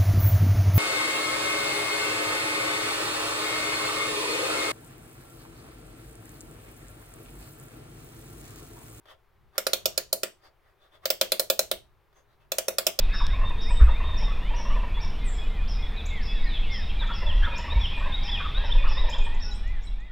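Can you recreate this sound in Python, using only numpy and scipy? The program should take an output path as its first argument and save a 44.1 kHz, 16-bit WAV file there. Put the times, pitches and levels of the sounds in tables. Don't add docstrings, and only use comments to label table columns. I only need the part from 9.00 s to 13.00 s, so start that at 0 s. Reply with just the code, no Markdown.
import sys
import numpy as np
from scipy import signal
from scipy.fft import rfft, irfft, next_fast_len
from scipy.io import wavfile

SR = 44100
rng = np.random.default_rng(int(sys.argv[2]) if len(sys.argv) > 2 else 0)


def pcm_store(signal):
    levels = np.round(np.clip(np.atleast_2d(signal), -1, 1) * 32767)
    wavfile.write(sys.argv[1], SR, levels.astype(np.int16).T)


N = 4 * SR
RING_SAMPLES = int(.32 * SR)


def from_db(db):
    return 10 ** (np.asarray(db) / 20)


def fade(t, ring_s):
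    return from_db(-60 * t / ring_s)


def rms_one(x):
    return x / np.sqrt(np.mean(x ** 2) + 1e-20)


def energy_one(x):
    return x / np.sqrt(np.sum(x ** 2, axis=-1, keepdims=True) + 1e-20)


def at_hz(points, hz):
    f, value = np.transpose(points)
    return np.interp(np.log(np.maximum(hz, 1)), np.log(f), value)


def colour(x, points):
    n = x.shape[-1]
    return irfft(rfft(x) * from_db(at_hz(points, np.fft.rfftfreq(n, 1 / SR))), n)


def cut_bass(x, hz):
    return signal.sosfilt(signal.butter(2, hz, "high", fs=SR, output="sos"), x)


def pan(db):
    return from_db(np.array([[db], [-db]]) / 2)


def through(x, response):
    return signal.fftconvolve(np.atleast_2d(x), response, axes=-1)[:, :N]


def delayed(x, seconds):
    n = next_fast_len(N + SR // 10)
    return irfft(rfft(x, n) * np.exp(-2j * np.pi * np.fft.rfftfreq(n, 1 / SR) * seconds), n)[..., :N]


def stereo_noise(size, likeness):
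    mid, side = rng.standard_normal((2, size))
    return (np.sqrt(1 + likeness) * mid + np.sqrt(1 - likeness) * side * [[1], [-1]]) / np.sqrt(2)


def blend(kept, fresh, fresh_share):
    return np.sqrt(1 - fresh_share) * kept + np.sqrt(fresh_share) * fresh


def swell(peak_s, rise_s, fall_s, db):
    t = np.arange(N) / SR - peak_s
    return from_db(db) * np.exp(-.5 * (t / np.where(t < 0, rise_s, fall_s)) ** 2)


def hush(tone, likeness):
    return rms_one(colour(stereo_noise(N, likeness), tone)) * pan(1.5)


# (frequency [Hz], level [dB])
AIR_TONE = [(20, 1), (45, -4), (120, -8), (175, -21), (260, -24.5), (380, -10.5), (500, -18), (1000, -16.5),
            (2000, -23.5), (4000, -33), (8000, -44), (15000, -37.5)]
def room_air():
    return from_db(-65) * hush(AIR_TONE, likeness=0.75)


# (frequency [Hz], level [dB])
PLASTIC_TONE = [(200, -10.5), (370, 4.5), (650, 11.5), (900, 7.5), (1400, 10), (2000, 2.5), (3100, -5.5),
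                (3400, 4), (3750, -5.5), (4500, -6.5), (4800, -1), (5300, -12), (7500, -18), (11500, -18),
                (12600, -14), (14000, -16)]
def plastic(force):
    return colour(force, PLASTIC_TONE)


# (time [s], level [dB])
FINGER_TAPS = [(.056, -21.5), (0.556, -20), (2.04, -26), (3.128, -30.5)]
def finger_taps():
    pushes = np.zeros(N)
    for time_s, db in FINGER_TAPS:
        pushes[int(time_s * SR)] = from_db(db)
    return plastic(pushes)


# (frequency [Hz], level [dB])
ECHO_TONE = [(130, -8), (205, 2), (260, -2.5), (370, 12), (460, 13.5), (630, 22), (800, 4.5), (2000, 2),
             (3300, 4), (5400, 1), (6500, -0.5), (11400, -6), (13700, 6), (15600, 2.5)]
# (frequency [Hz], time to fade 60 dB [s])
ECHO_TIMES = [(150, 0.3), (600, 0.21), (1500, 0.17), (4000, 0.25), (8000, 0.23), (15000, 0.13)]
def room_echo(bands=8, build_s=0.012):
    t = np.arange(RING_SAMPLES) / SR
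    spectrum = rfft(colour(stereo_noise(len(t), 0.14), ECHO_TONE))
    hz = np.fft.rfftfreq(len(t), 1 / SR)
    centres, tail = np.geomspace(120, 16000, bands), 0
    for centre, share in zip(centres, np.eye(bands)):
        band = irfft(spectrum * at_hz(list(zip(centres, share)), hz), len(t))
        tail = tail + band * fade(t, at_hz(ECHO_TIMES, centre))
    return from_db(-4.5) * energy_one(tail * (1 - np.exp(-(t / build_s) ** 2)))


def tiny_slips(per_second=5100, spread_db=2.5):
    slips = (rng.random(N) < per_second / SR) * rng.choice([-1, 1], N)
    return slips * from_db(spread_db * np.minimum(rng.exponential(1, N), 4))


# (peak time [s], rise [s], fall [s], level [dB], rasp pitch [Hz])
FINGER_RUBS = [(.105, 0.025, 0.021, -46.5, 3250), (.565, 0.021, 0.014, -50.5, 1417),
               (1.46, 0.024, 0.016, -50, 4680), (1.68, 0.042, 0.033, -62.5, 1880),
               (1.841, 0.031, 0.027, -58, 3593), (1.948, 0.019, 0.017, -52.5, 3430),
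               (2.048, 0.016, 0.0085, -48.5, 933), (3.174, 0.018, 0.026, -57.5, 6400),
               (3.323, 0.028, 0.023, -65.5, 4000), (3.409, 0.0084, 0.029, -62.5, 2700)]
def finger_rubs(slips, rasp_width_hz=280):
    rubbing, out = rms_one(plastic(slips)), 0
    for *stroke, hz in FINGER_RUBS:
        rasp = rms_one(signal.lfilter(*signal.iirpeak(hz, hz / rasp_width_hz, fs=SR), slips))
        out = out + swell(*stroke) * (rubbing + from_db(-8) * rasp)
    return out


# (peak time [s], rise [s], fall [s], level [dB])
BASE_PUSHES = [(.46, 0.08, 0.045, -62), (.85, 0.1, 0.22, -56.5), (2.25, .2, 0.39, -64),
               (2.72, .08, 0.12, -61), (3.8, 0.33, 0.39, -63.5)]
# (frequency [Hz], level [dB])
RUMBLE_TONE = [(20, -11), (45, 7.5), (120, 1), (200, -9), (600, -36), (2000, -65.5)]
def rocking_base():
    return sum(swell(*push) for push in BASE_PUSHES) * hush(RUMBLE_TONE, likeness=0.25)


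# (start [s], end [s])
TWISTS = [(0.578, 0.99), (2.051, 1.8), (3.519, 6)]
def knob_drag(slips):
    t = np.arange(N) / SR
    turning = sum((t > start) & (t < end) for start, end in TWISTS)
    return from_db(-58) * rms_one(plastic(slips)) * turning


SNAP_BANDS_HZ = (370, 530, 660, 1500, 3250, 4200, 5600, 9500, 13700)
def pawl_snap(band_db, size, scrape_s=0.00037, rattle_s=0.0015):
    t = (np.arange(size) - size // 2) / SR
    rough = cut_bass(rng.standard_normal(size), hz=1607)
    scrape = from_db(-7.5) * energy_one(rough * (t < 0) * np.exp(-abs(t) / scrape_s))
    snap = t == 0
    rattle = from_db(-9) * energy_one(rough * (t > 0) * abs(t) * np.exp(-2 * abs(t) / rattle_s))
    return colour(energy_one(scrape + snap + rattle), list(zip(SNAP_BANDS_HZ, band_db)))


# (frequency [Hz], level [dB])
SHELL_TONE = [(250, -32.5), (450, 1.5), (900, -2.5), (1550, 0), (2000, -3), (3300, -1), (4600, 3),
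              (5600, 0.5), (6300, -2.5), (7800, -1), (9000, -6.5), (10300, -5), (11400, -6), (12500, -3.5),
              (13900, -0.5), (15400, 0)]
def shell_ring(shell_noise):
    t = np.arange(RING_SAMPLES) / SR
    shell = energy_one(fade(t, ring_s=0.036))
    globe = from_db(-11) * energy_one(fade(t, ring_s=0.093))
    noise = blend(shell_noise, stereo_noise(len(t), 0.2), fresh_share=0.4)
    return from_db(6) * energy_one(np.hypot(shell, globe) * colour(noise, SHELL_TONE))


# (pitch [Hz], level [dB], time to fade 60 dB [s], left over right [dB])
HOUSING_NOTES = [(207.1, -48, 0.13, 4), (361.4, -34.5, 0.11, -2), (531.4, -21, 0.048, -2),
                 (631.6, -20, 0.05, -4), (1393, -32, 0.037, 3), (2403, -32, 0.041, -2),
                 (2628, -34, 0.045, -2), (3127, -29.5, 0.026, -13), (3493, -28, 0.042, 0.5),
                 (4008, -21.5, 0.023, -12.5), (4280, -33, 0.03, -8), (5304, -15.5, 0.0099, -1),
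                 (13430, -24, 0.015, -1.5)]
def housing_ring(spread_db=1.2, detune=0.0042):
    t = np.arange(RING_SAMPLES) / SR
    out, average_side_db = 0, np.mean(HOUSING_NOTES, axis=0)[-1]
    for k, (hz, db, ring_s, side_db) in enumerate(HOUSING_NOTES):
        build_s = 0.0039 if hz < 450 else 0.00022
        louder, sharper = rng.standard_normal(2)
        level = from_db(db + spread_db * louder) * fade(t, ring_s) * (1 - np.exp(-(t / build_s) ** 2))
        note = (-1) ** k * np.sin(2 * np.pi * hz * (1 + detune * sharper) * t)
        out = out + pan(side_db - average_side_db) * level * note
    return out


# (time [s], level [dB], thud [dB], low knock [dB], high knock [dB], middle [dB],
# low ring [dB], high ring [dB], treble [dB], fizz [dB], left over right [dB])
TOOTH_CLICKS = [(0.5803, 2.5, -3.5, -3, -7.5, 3, 0, -4, -3, -2, -3.5),
                (0.6675, 1.5, 0, 0, -4.5, 1, -3, -3.5, 0.5, -3, -2.5),
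                (0.7332, 3.5, -5, -5, -7, -3.5, 0, 2.5, 3, -2.5, -3.5),
                (0.857, 5.5, -4, -6.5, -5, -4.5, -3, -2, -2.5, -3, -3.5),
                (0.9772, 1.7, -2, 0, -4.5, 0, -3.5, -0.5, 0.5, -1, -4),
                (1.1286, -4, 2, 2.5, 4.5, -2.5, 3, 7.5, 13, 6.5, -1.5),
                (1.233, -2.5, 6, -1, -2, 10, -1, -4.5, 3, -2.5, -3.5),
                (2.0558, -1, -5, 2, -1, -1, 2, -0.5, -6, 2, -1.5),
                (2.103, 1.16, -3, 0, -3.5, -0.5, 4, -2.5, 0, 4, -2),
                (2.2125, 1.8, -1.5, 0, -4.5, -0.5, 3, -1, 4, 2.5, -1.5),
                (2.3196, -2.5, 3.5, 5, 0, 4, 4.5, 9.5, 12, 5.5, 0.5),
                (2.396, 2, -2.5, 0, -1, -3, 2, 2.5, 3.5, 1, -1.5),
                (2.5006, 0.24, 3, 3, 2, 2, 3.5, 2, 3.5, 6, -2),
                (2.5923, 2.5, -1, -1, -1, -2, 1.5, 0, 3.5, 3.5, 1),
                (2.714, -5, 6.5, 2, 4, 1.5, 8, 2, 6, 2, -2.5),
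                (3.5192, -1.5, -3.5, -2.5, -1.5, 0, -2.5, -0.5, -1.5, -0.5, -0.5),
                (3.5841, 1.85, -5.5, -3.5, -3, -4, -3, -9, 1.5, -0.5, -1.5),
                (3.6828, 1.5, -0.5, 2.5, -3, 1.5, -9.5, -5, 1.5, -3, -2),
                (3.7841, 1.1, -2.5, -1.5, -2.5, 3, -1, -3.5, 3.5, -1.5, -3),
                (3.8673, 4.5, 0, -6.5, 2, -3.5, 0, -0.5, 2.5, -2, -3.5),
                (3.9898, 2.3, -6, -0.5, -5.5, -2.5, 0, -0.5, 1.5, -0.5, -3)]
def ratchet(room, size=2048):
    out, shell_noise = np.zeros((2, N + 2 * SR)), stereo_noise(RING_SAMPLES, 0.12)
    for time_s, db, *body, treble, fizz, side_db in TOOTH_CLICKS:
        force = from_db(db) * pawl_snap((*body, 0, treble, fizz), size)
        click = pan(side_db) * through(force, shell_ring(shell_noise) + housing_ring())
        tail = through(force, blend(room, room_echo(), fresh_share=0.42))
        start = int(time_s * SR) - size // 2
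        out[:, start:start + click.shape[1]] += click + tail
    return out[:, :N]


def scene():
    room, slips = room_echo(), tiny_slips()
    t = np.arange(RING_SAMPLES) / SR
    touches = finger_taps() + finger_rubs(slips) + knob_drag(slips)
    plastic_ring = energy_one(stereo_noise(len(t), 0.46) * fade(t, ring_s=0.058))
    handling = from_db(-5) * through(touches, plastic_ring)
    toy = handling + from_db(-14) * through(handling, room) + ratchet(room)
    toy = cut_bass(toy, hz=169)
    bounce = from_db(-20) * delayed(toy[::-1], seconds=.0092)
    left, right = toy + bounce
    right = delayed(right, seconds=.000016)
    return np.array([left, right]) + rocking_base() + room_air()


def record(dry, ceiling=.85, cutoff_hz=16000):
    rounded = ceiling * np.tanh(dry / ceiling)
    return signal.sosfilt(signal.ellip(10, .1, 80, cutoff_hz, fs=SR, output="sos"), rounded)


dry = scene()
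out = record(dry)
pcm_store(out)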